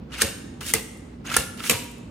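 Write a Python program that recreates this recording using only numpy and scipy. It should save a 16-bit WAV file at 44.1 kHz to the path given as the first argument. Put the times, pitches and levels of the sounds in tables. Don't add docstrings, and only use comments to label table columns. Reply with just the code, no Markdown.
import sys
import numpy as np
from scipy import signal
from scipy.fft import rfft, irfft
from scipy.io import wavfile
from scipy.ndimage import uniform_filter1d

SR = 44100
rng = np.random.default_rng(int(sys.argv[2]) if len(sys.argv) > 2 else 0)


def unload_audio(sound):
    columns = np.transpose(np.atleast_2d(sound))
    steps = np.round(np.clip(columns, -1, 1) * 32767)
    wavfile.write(sys.argv[1], SR, steps.astype(np.int16))


def ratio(d):
    e = np.asarray(d, float) / 20
    return 10 ** e


N = 92610

# t/s, blow level/dB, thud level/dB, rattle level/dB, rattle t60/s
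STOPS = [
    (.2155, -5.5, -20, -23.5, 0.33),
    (.7363, -8.5, -21, -23.5, 0.24),
    (1.3625, -5.5, -23.5, -22, 0.28),
    (1.6953, -7, -19, -22.5, 0.39),
]
# delay/s, level/dB, fall/s
REBOUNDS = [(0.013, -13.5, 0.0008), (0.012, -17, 0.0049), (0.0096, -14, 0.0024), (0.0127, -11, 0.011)]
# f/Hz, level/dB
BLOWS = [
    [(240, -38.5), (400, -19), (956, -10), (1700, -2), (1990, -6.5), (6800, -7), (9570, -2.5),
     (15300, -20.5), (16500, -34.5)],
    [(240, -37), (400, -18.5), (971, -10.5), (2220, -4.5), (3940, -15), (8720, -4), (14100, -14),
     (15500, -9), (16500, -30)],
    [(240, -45), (400, -24.5), (1700, 0.5), (2020, -12.5), (5380, -15), (5910, -10), (9570, -3.5),
     (15700, -21.5), (16500, -17)],
    [(240, -37.5), (400, -14), (1130, -11), (2760, 2.5), (4130, -14), (5640, -5.5), (8720, -3),
     (15300, -14), (16500, -44)],
]
# f/Hz, level at down stop/dB, level at up stop/dB, t60/s, rise/s
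HOUSING = [(151, -7, 0, 0.13, 0.017), (218.3, -13, 1, 0.15, 0.012), (240.7, -1, -7, 0.17, 0.012),
           (327.5, 5.5, 6, 0.093, 0.027), (387, -21.5, -9.5, 0.07, 0.02), (418.5, -8, -3.5, 0.16, 0.0079),
           (493.2, -6.5, -8.5, 0.24, 0.0024), (540.5, -1.5, -8.5, 0.22, 0.03)]
# t/s, scrape level/dB, brightness/dB
STROKES = [
    [(.085, -74, -26), (.114, -46.5, -32), (.128, -35.5, -53), (.185, -34.5, -3), (.203, -31, -11),
     (.214, -20.5, -3.5)],
    [(.6075, -40, 1), (.611, -35, -9), (.645, -44, 3), (.69, -46, 16), (.71, -44.5, 12.5), (.733, -49, 7.5)],
    [(1.235, -70, -29), (1.25, -41.5, -12), (1.295, -32.5, -16), (1.315, -29.5, -10), (1.33, -33, -5.5),
     (1.344, -23, -12), (1.361, -30.5, -1)],
    [(1.57, -50, -19), (1.6, -36.5, -10), (1.618, -40, -5), (1.636, -46, 11), (1.641, -32.5, -1.5),
     (1.67, -41, 11.5), (1.693, -41.5, 6.5)],
]
# f/Hz, level/dB
SCRAPE = [(350, -39.5), (600, -18.5), (950, -11), (1300, 2), (2800, 0.5), (4740, -7.5), (6400, -6),
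          (9740, -8), (15400, -18), (16500, -17.5)]
# f/Hz, level/dB
RATTLE = [(350, -35), (600, -8.5), (2210, -5.5), (2720, -3), (5080, -9.5), (9610, -8), (15200, -17.5),
          (16500, -42)]
# f/Hz, side minus mid level/dB
WIDE = [(300, -3), (600, 14), (1200, -16), (2500, -6), (5000, 1.5), (8500, -11.5), (14000, 0.5)]
# f/Hz, level/dB, t60/s
PANELS = [(1322, -5, 0.017), (1700, -7, 0.015), (2030, -10, 0.04), (2204, -8, 0.025), (2750, -6, 0.04),
          (6260, -7, .025), (8540, -6, .025), (9030, -8, 0.015), (9845, -6, 0.02)]
# t/s, level/dB, brightness/dB
KNOCKS = [(.125, -36, -20), (.1918, -38, 0), (.2008, -31, -6), (0.381, -40, 0), (0.6101, -35.5, 0),
          (0.971, -68, 14), (1.3015, -34, -10), (1.3174, -32, -8), (1.3358, -31, -8), (1.3408, -26, -3),
          (1.4356, -38, 4), (1.5734, -44, 4), (1.6387, -36, -6), (1.8385, -57, 12), (1.912, -63, 12),
          (1.98, -66, 12)]
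# t/s, level/dB, f/Hz, t60/s
TICKS = [(.755, -30, 1750, .03), (.764, -30, 2700, .05), (1.2695, -31, 6500, 0.04), (1.281, -33, 2800, .02),
         (1.284, -32, 1600, .03), (1.318, -28, 2900, .02), (1.32, -28, 1400, .03), (1.341, -23, 6460, 0.04),
         (1.341, -28, 8700, .03), (1.405, -29, 2700, .1), (1.6033, -28, 1300, 0.03),
         (1.6033, -26, 2700, .012), (1.6033, -27, 2200, .01), (1.6033, -28, 3200, .01),
         (1.6033, -35, 4400, .01), (1.6388, -29, 3300, .02), (1.64, -31, 1300, .03),
         (1.642, -31, 2000, 0.06), (1.751, -30, 2350, .05)]
# t/s, level/dB, f/Hz, length/s
BUMPS = [
    (.224, -26, 84, .048),
    (.742, -32, 100, .045),
    (1.368, -26, 72, .042),
    (1.728, -26, 110, .042),
    (.608, -40, 420, .03),
]
# t/s, level/dB, f/Hz, t60/s
SPRING = (1.745, -41.5, 948, .8)
# f/Hz, t60/s
ROOM = [(200, 1), (1000, 0.83), (3000, 0.89), (8000, 0.73), (15000, 0.38)]
# f/Hz, level/dB
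RUMBLE = [(30, -18), (45, -11.5), (60, -4), (130, -4), (240, -2), (380, -15.5), (520, -17), (640, -22.5),
          (900, -80.5)]
# f/Hz, level/dB
HISS = [(410, -37.5), (700, -6.5), (767, -2.5), (4610, -19), (13700, -44.5), (15200, -25), (16000, -56.5)]
# f/Hz, correlation
SAME = [(130, 1), (290, 0.89), (600, 0.09), (1400, 0.1), (6800, 0.24)]
# f/Hz, left minus right level/dB
TILT = [(100, -2.5), (200, 0), (380, -7.5), (800, -3.5), (3000, 1.5)]
# f/Hz, rms level/dB
HUM = [(60, -49.5), (241, -51)]

RAIL_PLACES, RACKS = 6, 3
PLACE = round(.012 * SR)


def evened(x):
    return x / np.sqrt(np.mean(x ** 2) + 1e-20)


def read(points, hz):
    f, value = np.transpose(points)
    return np.interp(np.log(hz + 1), np.log(f + 1), value)


def add(mix, s, sound):
    part = mix[:, round(s * SR):][:, :sound.shape[1]]
    part += sound[:, :part.shape[1]]


def signs(*shape):
    return rng.choice([-1., 1.], shape)


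def clicks(count, per_s, spread_db):
    chance, side, size = rng.random((count, 3)).T
    sizes = ratio(-spread_db * np.log(size + 0.0021))
    return evened((chance < per_s / SR) * np.sign(side - .5) * sizes)


def tinted(x, bright_db, edge_hz):
    low = signal.sosfilt(signal.butter(1, edge_hz, "low", fs=SR, output="sos"), x)
    return low + (x - low) * ratio(bright_db)


def rings(hz, t60, count):
    t = np.arange(count) / SR
    y = np.sin(2 * np.pi * np.outer(hz, t)) * ratio(-60 * t / np.reshape(t60, (-1, 1)))
    return y / np.linalg.norm(y, axis=1, keepdims=True)


def strike(x, places):
    place = np.repeat(rng.integers(0, len(places), len(x) // PLACE + 1), PLACE)[:len(x)]
    out = 0
    for k, body in enumerate(places):
        out = out + signal.oaconvolve((x * (place == k))[None], body, axes=1)[:, :len(x)]
    return out


def metal(colour, panel_db, sheet):
    bins = np.fft.rfftfreq(sheet.shape[1], 1 / SR)
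    p_hz, p_db, p_t60 = np.transpose(PANELS)
    z = rfft(signs(2, len(sheet)) @ sheet)
    z = z / np.sqrt(uniform_filter1d(abs(z) ** 2, size=24) + 1e-3)
    z = z * ratio(read(colour, bins))
    polarity = signs(2, len(p_hz))
    z[1] *= ratio(read(WIDE, bins))
    polarity[1] *= ratio(read(WIDE, p_hz))
    detune, favour = rng.standard_normal((2, len(p_hz)))
    panels = rings(p_hz * (1 + .025 * detune), p_t60, count=6000)
    level_db = panel_db + p_db + 4 * favour + read(colour, p_hz)
    body = (polarity * ratio(level_db)) @ panels
    add(body, 0, irfft(z)[:, :3000])
    return body / np.linalg.norm(body[0])


def bodies():
    jitter, spread = rng.standard_normal((2, 500))
    hz = np.linspace(500, 16500, 500) + 15 * jitter
    sheet = rings(hz, .011 * np.exp(.35 * spread), count=6000)
    blows = [metal(colour, (-17, -16)[k % 2], sheet) for k, colour in enumerate(BLOWS)]
    rail = [metal(SCRAPE, -17, sheet) for _ in range(RAIL_PLACES)]
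    racks = [metal(RATTLE, -22, sheet) for _ in range(RACKS)]
    return blows, rail, racks


def stop(up, blow_db, thud_db, rattle_db, rattle_t60, rebound, blow_body, racks):
    t = np.arange(30000) / SR
    rise, fall = (0.0006, 0.0038) if up else (0.0042, 0.0023)
    later, back_db, back_fall = rebound
    push = np.minimum(t / rise, 1) ** 2 * np.exp(-np.maximum(t - rise, 0) / fall)
    back = np.clip((t - later) / 0.0012 + 1, 0, 1) * np.exp(-np.maximum(t - later, 0) / back_fall)
    chatter = (push + ratio(back_db) * back) * clicks(len(t), 9000, 0.3)
    blow = signal.fftconvolve(chatter[None], blow_body, axes=1)[:, :len(t)]
    fading = np.minimum(t / 0.015, 1) * ratio(-60 * t / rattle_t60)
    loose = fading * clicks(len(t), per_s=6000, spread_db=2.2)
    return ratio(blow_db) * blow + ratio(rattle_db) * strike(loose, racks) + housing(t, up, thud_db)


def housing(t, up, thud_db):
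    y = np.zeros((2, len(t)))
    for hz, down_db, up_db, t60, rise_s in HOUSING:
        turn = rng.random(2)[:, None] + hz * rng.uniform(0.9, 1.05) * t
        level_db = thud_db + (up_db if up else down_db)
        shape = (1 - np.exp(-(t / rise_s) ** 2)) * ratio(level_db - 60 * t / t60)
        rocking = 1 + .5 * np.sin(2 * np.pi * (rng.random() + rng.uniform(23.8, 45) * t))
        mid, loose_side = shape * np.sin(2 * np.pi * turn) * rocking
        side = -0.1 * mid + loose_side * ratio(-13.5 + 8 * np.log2(hz / 400))
        y += [mid, side]
    return y


def scrape(rail):
    t, out = np.arange(N) / SR, np.zeros(N)
    grip_db = 1.1 * evened(uniform_filter1d(rng.standard_normal(N), size=250))
    slips = clicks(N, per_s=4500, spread_db=2.8) * ratio(grip_db)
    for stroke in STROKES:
        s, db, bright_db = np.transpose(stroke)
        on = (t > s[0]) & (t < s[-1] + .003)
        bright = tinted(slips, np.interp(t, s, bright_db) + 5, edge_hz=4500)
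        out += on * ratio(np.interp(t, s, db)) * bright
    return strike(out, rail)


def knock(db, bright_db, body):
    t = np.arange(1500) / SR
    taps = np.exp(-t / 0.004) * clicks(len(t), per_s=6500, spread_db=2.6)
    for _ in range(2):
        taps = tinted(taps, bright_db, edge_hz=9000)
    return ratio(db) * signal.fftconvolve(taps[None], body, axes=1)


def tick(db, hz, t60):
    y = rings(hz * rng.uniform(1.0, 1.05, 4), t60 * np.ones(4), count=4000)
    rise = np.minimum(np.arange(y.shape[1]) / SR / .0012, 1) ** 2
    y = y / abs(y).max(1, keepdims=True) / len(y) * rise
    return ratio(db + 3.5) * np.array([y.sum(0), signs(len(y)) @ y * 0.48])


def bump(db, hz, length):
    t = np.arange(0, length, 1 / SR)
    push = np.sin(np.pi * (t / length) ** 1.2) ** 2
    return ratio(db) * np.outer([1, -.1], push * np.sin(2 * np.pi * (hz * t + rng.random())))


def spring(db, hz, t60):
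    modes = rings(hz + np.array([0, 7., 24.]), t60 * np.ones(3), count=20000)
    return ratio(db) * np.outer([1, .3], [1, .6, .7] @ modes / modes.max())


def toaster():
    blows, rail, racks = bodies()
    mix = scrape(rail)
    for k, (s, *row) in enumerate(STOPS):
        add(mix, s, stop(k % 2, *row, REBOUNDS[k], blows[k], racks))
    for s, *row in TICKS:
        add(mix, s, tick(*row))
    for k, (s, *row) in enumerate(KNOCKS):
        add(mix, s, knock(*row, racks[k % RACKS]))
    for s, *row in BUMPS:
        add(mix, s, bump(*row))
    add(mix, SPRING[0], spring(*SPRING[1:]))
    return mix


def kitchen(x):
    taps = np.zeros((2, SR))
    at = np.arange(300, SR - 20, 20) + rng.integers(0, 20, (2, (SR - 301) // 20))
    np.put_along_axis(taps, at, signs(*at.shape), 1)
    hz, t, z = signal.stft(taps, SR, nperseg=256)
    same = np.clip(read(SAME, hz), .3, 1)[:, None]
    z[1] = same * z[0] + np.sqrt(1 - same ** 2) * z[1]
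    tail = signal.istft(z * ratio(-60 * t / read(ROOM, hz)[:, None]), SR, nperseg=256)[1]
    return signal.fftconvolve(x[None], tail / np.linalg.norm(tail[0]), axes=1)[:, :N]


def air(colour, db, size):
    frames, hz = 4 * N // size + 5, np.fft.rfftfreq(size, 1 / SR)
    a, b, c, d, drift = rng.standard_normal((frames, len(hz), 5)).T
    swell_db = evened(uniform_filter1d(drift[0], size=8))
    patches = uniform_filter1d(drift, size=7, axis=0)
    patch_db = evened(uniform_filter1d(patches, size=5, axis=1))
    same = np.clip(read(SAME, hz), -1, 1)[:, None]
    left = a + 1j * b
    right = same * left + np.sqrt(1 - same ** 2) * (c + 1j * d)
    z = np.array([left, right * ratio(-read(TILT, hz))[:, None]])
    z = z * ratio(read(colour, hz)[:, None] + patch_db + swell_db)
    y = signal.istft(z, nperseg=size, noverlap=size - size // 4)[1][:, :N]
    return ratio(db) * y / np.std(y.mean(0))


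def hum():
    t, out = np.arange(N) / SR, 0
    for hz, db in HUM:
        waver = evened(sum(np.sin(2 * np.pi * (f * t + rng.random())) for f in (.4, .9, 1.7, 3.1)))
        line = np.sin(2 * np.pi * (hz * t + rng.random()) + waver)
        out = out + np.sqrt(2) * ratio(db + 2.5 * waver) * line
    return out


def scene():
    mid, side = toaster()
    near = np.array([mid + side, mid - side]) * ratio(np.array([[-.5], [.5]]))
    floor = air(RUMBLE, -40, size=4096) + air(HISS, -57.5, size=1024) + hum()
    return near + ratio(-13) * kitchen(mid) + floor


def roll_off(x):
    return signal.sosfilt(signal.butter(12, 17130, fs=SR, output="sos"), x)


def record(dry):
    x = signal.sosfilt(signal.butter(2, 45, "high", fs=SR, output="sos"), dry)
    x = np.tanh(x / 1.577) * 1.45
    x = np.pad(x, ((0, 0), (127, 127)), "reflect")
    band = signal.firwin(255, 15800, window=("kaiser", 9), fs=SR)
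    x = signal.oaconvolve(x, band[None], "valid", axes=1)
    return roll_off(x)


dry = scene()
out = record(dry)
unload_audio(out)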